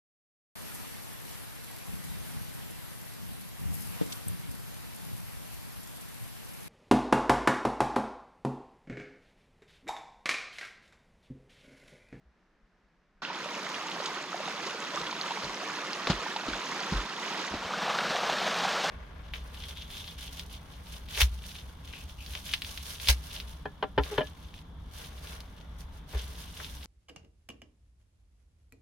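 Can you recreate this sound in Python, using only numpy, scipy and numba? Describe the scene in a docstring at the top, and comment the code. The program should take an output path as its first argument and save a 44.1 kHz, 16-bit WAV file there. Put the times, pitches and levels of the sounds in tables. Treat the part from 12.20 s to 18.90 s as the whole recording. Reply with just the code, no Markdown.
"""A small brook, heard at a wide, shallow ford and then at a foaming pool under a cascade.
Its sound is the resonance of entrained air: swarms of ringing bubbles over a fine wash, with larger
gulps, spray and stray drops. A hushed forest precedes it. Someone runs across the ford: the shoes
crack pebbles, scuff wet grit and thud on springy, mossy ground."""
import sys
import numpy as np
from scipy.fft import rfft, irfft, next_fast_len
from scipy.io import wavfile
from scipy.ndimage import map_coordinates
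from numba import njit

SR = 44100
rng = np.random.default_rng(int(sys.argv[2]) if len(sys.argv) > 2 else 0)


def waveform_to_disk(signal):
    """Save audio, clipped to [-1, 1], as 16-bit WAV at the path in sys.argv[1]."""
    frames = np.transpose(np.atleast_2d(signal))
    scaled = np.clip(frames, -1, 1) * 32767
    samples = np.round(scaled).astype(np.int16)
    wavfile.write(sys.argv[1], SR, samples)


N = 295470
TIME = np.arange(N) / SR
FORD_START_S, POOL_FADE_S = 1.0188, (5.21, 5.68)
FORD_DB, POOL_DB = -38.5, -32


def amp(db):
    """Decibels to amplitude ratio."""
    return 10 ** (np.asarray(db) / 20)


def unit(x):
    """Normalisation to rms 1."""
    return x / np.sqrt(np.mean(x ** 2) + 1e-20)


def wobble(rate):
    """Smooth random modulation: a spline through rate knots a second."""
    return map_coordinates(rng.standard_normal(int(N * rate / SR) + 4), [TIME * rate])


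def along(points, hz):
    """Gains interpolated in log frequency from (frequency [Hz], level [dB]) points."""
    knots_hz, db = np.transpose(points)
    return amp(np.interp(np.log(hz + 1), np.log(knots_hz), db))


def filtered(x, response):
    """Linear filtering: the spectrum of x times a frequency response."""
    size = next_fast_len(N + 8192)
    return irfft(rfft(x, size) * response(np.fft.rfftfreq(size, 1 / SR)), size)[..., :N]


def coloured(x, points):
    """Spectral shaping that conserves the power of white x."""
    return filtered(x, lambda hz: unit(along(points, hz)))


def add(track, s, sound):
    """Superposition of a sound on a track at time s."""
    part = track[max(round(s * SR), 0):][:len(sound)]
    part += sound[:len(part)]


def swell(t, peak_at, steep):
    """A gamma envelope: it rises to 1 at peak_at and dies away."""
    return (t / peak_at * np.exp(1 - t / peak_at)) ** steep


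def wash():
    """Countless tiny independent events sum to Gaussian white noise."""
    return rng.standard_normal(N)


def widen(x, side_levels):
    """Decorrelation: noise in opposite phase in the two channels gives stereo width."""
    side = filtered(wash(), lambda hz: along(side_levels, hz))
    return unit(x) + np.array([side, -side])


def forest():
    """Ambient noise: a far rush among the trees, slow air at the microphone and soft, low thumps."""
    # spectra of the rush and the air: (frequency [Hz], relative level [dB])
    rush_colour = [(60, -11), (120, -9.5), (188, 2), (268, -6), (400, -7.5), (800, -11), (1700, -10.5),
                   (3200, -23), (5600, -28), (7500, -37), (15000, -54)]
    air_colour = [(10, -9), (30, 7), (65, -2), (105, -17), (200, -52), (2000, -100)]
    # diffuse field: (frequency [Hz], level re direct sound [dB])
    diffuse = [(100, -13), (1000, -15), (2500, -8), (6500, -7), (9000, -1)]
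    # thumps: (time [s], level [dB], frequency [Hz])
    thump_events = [(.045, -56.5, 62), (.075, -63, 56), (.29, -67, 35), (.415, -59, 38), (.52, -66, 38),
                    (.625, -63, 48), (.76, -64, 32), (.94, -63, 34)]
    rush = coloured(widen(wash(), diffuse), rush_colour) * amp(-71 + 0.7 * wobble(9.7))
    air = coloured(widen(wash(), diffuse), air_colour) * amp(-76)
    thumps, t = np.zeros(N), np.arange(SR // 5) / SR
    for s, db, hz in thump_events:
        add(thumps, s, amp(db) * swell(t, peak_at=0.024, steep=3.1) * np.sin(2 * np.pi * hz * t))
    return rush + air + thumps


def cracks(pitch_spread=0.092, dull_hz=6300):
    """Modal ringing: wet pebbles snap together under the shoe, each at slightly different pitches."""
    # impacts: (time [s], level [dB])
    impacts = [(3.8718, -14.5), (3.8754, -20), (3.9008, -20), (3.907, -19), (3.919, -17), (4.289, -25),
               (4.736, -22)]
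    # pebble modes: (frequency [Hz], relative level [dB], decay time T60 [s])
    modes = [(990, -3.5, 0.0082), (1750, -15, 0.0065), (2660, -9, 0.0063), (3860, -7, 0.0082),
             (5050, -11, 0.0072)]
    out, t = np.zeros(N), np.arange(SR // 40) / SR
    for s, db in impacts:
        for hz, mode_db, t60 in modes:
            pitch = hz * np.exp(pitch_spread * rng.standard_normal())
            envelope = amp(db + mode_db - 60 * t / t60)
            add(out, s, rng.choice([-1, 1]) * envelope * np.sin(2 * np.pi * pitch * t))
    return filtered(out, lambda hz: 1 / (1 + (hz / dull_hz) ** 8))


def footsteps(ground_hz=44, click_t60_s=0.015, crush_s=0.007, settle_t60_s=0.11):
    """Impact and friction: shoes thud and crunch on grit, peaty ground bounces, loose soil shudders."""
    # footfalls: (time [s], heel-to-sole roll [s], thud level [dB], thud frequency [Hz],
    # bounce level [dB], grit level [dB])
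    footfalls = [(2.793, 0.02, -41, 150, -66, -44), (3.227, 0.0173, -39, 150, -54, -38.5),
                 (3.8715, 0.0277, -18.5, 158, -40, -26), (4.267, .015, -27.5, 269, -42, -36),
                 (4.714, .008, -23, 182, -25.5, -36.5), (5.313, .026, -30, 295, -53, -38.5)]
    # low thuds under the last footfall, then one soft final step: (time [s], level [dB], frequency [Hz])
    low_thuds = [(5.308, -45, 72), (5.337, -41.5, 79), (5.445, -45, 80)]
    # spectra of wet grit and soil: (frequency [Hz], relative level [dB])
    grit_colour = [(50, -1), (180, 8), (330, 2.5), (600, 5), (1200, -1), (2400, -8), (4200, -4.5),
                   (6500, -15), (10000, -35), (16000, -46)]
    soil_colour = [(15, -9), (35, -1), (80, 3), (200, -9), (600, -19), (3000, -82)]
    thuds, shaking, pressure = np.zeros((3, N))
    t = np.arange(SR // 3) / SR
    for s, roll_s, thud_db, thud_hz, bounce_db, grit_db in footfalls:
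        # the heel clicks, then the grit rasps while the foot rolls
        click = amp(-6 - 60 * t / click_t60_s)
        rasp = amp(-8.5) * (t < roll_s)
        add(pressure, s, amp(grit_db) * (click + rasp))
        # the sole lands; the grit is crushed and settles
        sole_s = s + roll_s
        knock = amp(thud_db) * swell(thud_hz * t, 0.7, 1.14) * np.sin(2 * np.pi * thud_hz * t)
        bounce = amp(bounce_db) * swell(t, 0.044, 3.6) * np.sin(2 * np.pi * ground_hz * t)
        add(thuds, sole_s, knock + bounce)
        add(pressure, sole_s, amp(grit_db - 60 * np.maximum(t - crush_s, 0) / settle_t60_s))
        add(shaking, sole_s, amp((thud_db + bounce_db) / 2 - 12) * swell(t, 0.019, 0.8))
    for s, db, hz in low_thuds:
        add(thuds, s, amp(db) * swell(t, peak_at=0.011, steep=1.9) * np.sin(2 * np.pi * hz * t))
    soil = shaking * widen(wash(), [(30, -12), (300, -19)])
    grit = pressure * amp(0.59 * wobble(1000)) * widen(wash(), [(300, -24), (4000, -3)])
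    return thuds + coloured(soil, soil_colour) + coloured(grit, grit_colour) + cracks()


def sprays(width_octaves=0.34, rise_s=0.00077, t60_s=0.042):
    """A breaking wavelet throws tiny droplets, which sum to a burst of band-limited noise."""
    # bursts of spray: (time [s], level [dB], centre frequency [Hz])
    bursts = [(1.715, -31.5, 3350), (1.858, -28.5, 3600), (1.859, -34, 5460), (2.467, -31.5, 4400),
              (2.867, -31, 3620), (2.909, -31, 4000), (3.243, -37, 4000), (3.013, -36, 4100),
              (3.732, -38, 4540), (4.162, -27, 3330), (4.471, -37, 4000), (5.786, -30, 3680),
              (6.183, -28.5, 3500)]
    out, t = np.zeros(N), np.arange(SR // 10) / SR
    hz = np.fft.rfftfreq(len(t), 1 / SR) + 1
    for s, db, centre_hz in bursts:
        band = np.exp(-.5 * (np.log2(hz / centre_hz) / width_octaves) ** 2)
        droplets = unit(irfft(rfft(rng.standard_normal(len(t))) * band, len(t)))
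        add(out, s, droplets * np.minimum(t / rise_s, 1) * amp(db - 60 * t / t60_s))
    return out


def drops(peak_cycles=1.56, glide=0.0031):
    """Air entrainment: a drop hits the surface and traps a tiny bubble, which rings as a bright plink."""
    # drops falling close by: (time [s], level [dB], frequency [Hz])
    drop_events = [(1.147, -30, 3240), (1.158, -38, 5330), (1.849, -38, 7780), (2.026, -36, 6960),
                   (2.604, -30.5, 6700), (2.759, -25, 5630), (2.76, -39, 7650), (3.013, -19.5, 4250),
                   (3.345, -28, 5500), (3.732, -21, 4870), (5.268, -34, 6800)]
    out, t = np.zeros(N), np.arange(SR // 50) / SR
    for s, db, hz in drop_events:
        turns = hz * t
        chirp = np.sin(2 * np.pi * turns * (1 + glide * turns))
        add(out, s, amp(db) * swell(turns, peak_cycles, 1) * chirp)
    return out


def gulps(per_s=3.1, low_hz=640, high_hz=1610, peak_cycles=1.37, glide=0.0027):
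    """Large air pockets close under water and resonate for a few cycles, rising in pitch."""
    # the largest bubbles: (time [s], level [dB], frequency [Hz])
    largest = [(1.05, -24, 2730), (1.102, -28.5, 905), (1.258, -32, 585), (1.764, -34.5, 710),
               (1.801, -30, 590), (2.129, -26, 1250), (2.143, -26.5, 705), (2.202, -30.5, 600),
               (2.279, -29.5, 760), (2.745, -33.5, 576), (2.774, -23.5, 1230), (2.927, -28, 970),
               (3.107, -27.5, 850), (3.116, -26, 940), (3.172, -28, 885), (3.431, -31.5, 680),
               (4.063, -28, 870), (4.162, -23.5, 870), (4.335, -24, 1470), (5.105, -30, 905),
               (5.536, -22, 1230), (5.68, -23.5, 750), (5.699, -21.5, 1160), (5.787, -19.5, 1530),
               (5.949, -27, 730), (6.032, -23.5, 840), (6.096, -19, 780), (6.28, -27, 1720),
               (6.45, -21, 760), (6.647, -24.5, 734)]
    lesser = []  # these come by chance, 0 to 4 dB above the flow
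    for when, smallness, pitch in rng.random((int(per_s * N / SR), 3)):
        s = when * N / SR
        flow_db = np.interp(s, POOL_FADE_S, [FORD_DB, POOL_DB])
        lesser.append((s, flow_db + 4 * (1 - smallness), low_hz * (high_hz / low_hz) ** pitch))
    out, t = np.zeros(N), np.arange(SR // 20) / SR
    for s, db, hz in list(largest) + lesser:
        turns = hz * t
        chirp = np.sin(2 * np.pi * turns * (1 + glide * turns))
        add(out, s, amp(db) * swell(turns, peak_cycles, 0.82) * chirp)
    return out


@njit
def ring(n, sr, start, pitch, cycles, gain, glide):
    """Damped oscillators: sines that start softly and rise in pitch as they decay."""
    out = np.zeros(n)
    for k in range(len(start)):
        life = cycles[k] / pitch[k]
        for i in range(int(start[k] * sr) + 1, min(int((start[k] + life) * sr), n)):
            t = i / sr - start[k]
            turns = pitch[k] * t * (1 + glide * t / life)
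            out[i] += gain[k] * min(2 * turns, 1) * np.exp(-5 * t / life) * np.sin(2 * np.pi * turns)
    return out


def bubbles(per_s, low_hz, high_hz, cycles, scatter_db):
    """Bubble resonance: many small, high bubbles and fewer large, low ones sum to an even spectrum."""
    count = int(per_s * N / SR)
    when, smallness, sign = rng.random((3, count))
    strength, life = np.clip(rng.standard_normal((2, count)), -2, 2)
    pitch = (np.sqrt(low_hz) + smallness * (np.sqrt(high_hz) - np.sqrt(low_hz))) ** 2
    gain = np.sign(sign - .5) * amp(scatter_db * strength) * pitch ** (3 / 4)
    return unit(ring(N, SR, when * N / SR, pitch, cycles * np.exp(.5 * life), gain, glide=0.1265))


def pool(brighten_db_per_s=4, treble_hz=2700, neutral_s=6.06):
    """A plunging cascade entrains air: dense foam and deep glugs resonate in one narrow spot."""
    # spectrum of the pool: (frequency [Hz], relative level [dB])
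    colour = [(25, -22), (90, -25), (125, -17.5), (180, -0.5), (320, -11.5), (530, -3.5), (770, -2.5),
              (1050, -3), (1650, -4.5), (1950, -8.5), (3800, -10), (6200, -18), (8000, -27.5), (11000, -38),
              (12600, -38), (15500, -43)]
    # stereo width, nearly mono with the faint top treble wide: (frequency [Hz], side level re mid [dB])
    width = [(100, -25), (1200, -67), (2400, -58), (4500, -33), (7300, -25), (9000, -8), (12500, -4),
             (15000, -10)]
    foam = bubbles(per_s=5500, low_hz=304.4, high_hz=13950, cycles=14.5, scatter_db=2)
    glugs = bubbles(per_s=110, low_hz=657, high_hz=1884, cycles=27, scatter_db=4.5)
    water = widen(foam + amp(-16) * glugs + amp(3) * wash(), width)
    flicker = amp(0.059 * wobble(17) + 1.12 * wobble(70))
    water = coloured(water * flicker, colour) * amp(POOL_DB)
    # the treble grows as the microphone turns toward the cascade
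    body = filtered(water, lambda hz: 1 / (1 + (hz / treble_hz) ** 2))
    return body + (water - body) * amp(brighten_db_per_s * (TIME - neutral_s))


def ford(surge_db=0.84, open_s=0.18):
    """Shallow water ripples over stones in gentle surges: bubbles resonate over droplet ticks and wash."""
    # spectrum of the ford: (frequency [Hz], relative level [dB])
    colour = [(25, -25), (90, -26), (120, -18), (160, -1.5), (200, 1), (250, -7.5), (310, -3.5), (450, -5),
              (780, -5.5), (940, -2), (1300, -3.5), (1700, -5.5), (3600, -10.5), (6600, -18), (8200, -30.5),
              (12100, -38), (15500, -46.5)]
    # diffuse field: (frequency [Hz], level re direct sound [dB])
    diffuse = [(100, -26), (700, -15), (2000, -8.5), (5000, -2), (6100, -1.5), (7500, -18), (10000, -16),
               (15000, -8)]
    babble = bubbles(per_s=3200, low_hz=218.7, high_hz=13740, cycles=16.2, scatter_db=3.5)
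    plinks = bubbles(per_s=110, low_hz=905, high_hz=10020, cycles=53, scatter_db=-1)
    gurgle = bubbles(per_s=130, low_hz=886, high_hz=1408, cycles=25, scatter_db=1)
    ticks = bubbles(per_s=90, low_hz=2650, high_hz=7450, cycles=5.8, scatter_db=2)
    water = widen(babble + amp(-17) * gurgle + amp(-9) * plinks + amp(-10) * ticks + wash(), diffuse)
    flicker = amp(.7 * wobble(14) + .4 * wobble(70))
    water = coloured(water * flicker, colour) * amp(FORD_DB + surge_db * wobble(4.8))
    # the top treble opens up over the first moments
    dullness = np.clip(1 - (TIME - FORD_START_S) / open_s, 0, .6)
    treble = filtered(water, lambda hz: 1 - 1 / (1 + (hz / 6000) ** 10))
    return water - dullness * treble


def from_right(x, lag_s=55e-6, below_hz=6100):
    """Localisation: the brook sounds from the right, louder there and, below the top treble, earlier."""
    # channel difference: (frequency [Hz], level of right re left [dB])
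    # the recorder's right channel is also brighter at the very top
    right_excess = [(150, 0), (900, 2.5), (6000, 2.5), (7100, 3), (8400, 1.5), (10500, 0), (15000, 6)]
    sides = np.array([[-.5], [.5]])
    delay = lambda hz: np.exp(2j * np.pi * hz * lag_s * sides / (1 + (hz / below_hz) ** 20))
    return filtered(x, lambda hz: delay(hz) * along(right_excess, hz) ** sides)


def scene():
    """The forest hush gives way abruptly to the ford, which crossfades into the pool; footsteps add on."""
    at_brook = np.clip((TIME - FORD_START_S) / .002, 0, 1)
    near_pool = np.interp(TIME, POOL_FADE_S, [0, 1])
    splashes = gulps() + sprays() + drops()
    brook = from_right(ford() + splashes) * (1 - near_pool) + (pool() + splashes) * near_pool
    return at_brook * brook + (1 - at_brook) * forest() + footsteps()


def record(dry):
    """Band limiting: a steep low-pass removes the highest treble."""
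    top_hz, edge_hz = 15750, 200
    return filtered(dry, lambda hz: np.clip((top_hz - hz) / edge_hz + .5, 0, 1))


dry = scene()
out = record(dry)
waveform_to_disk(out)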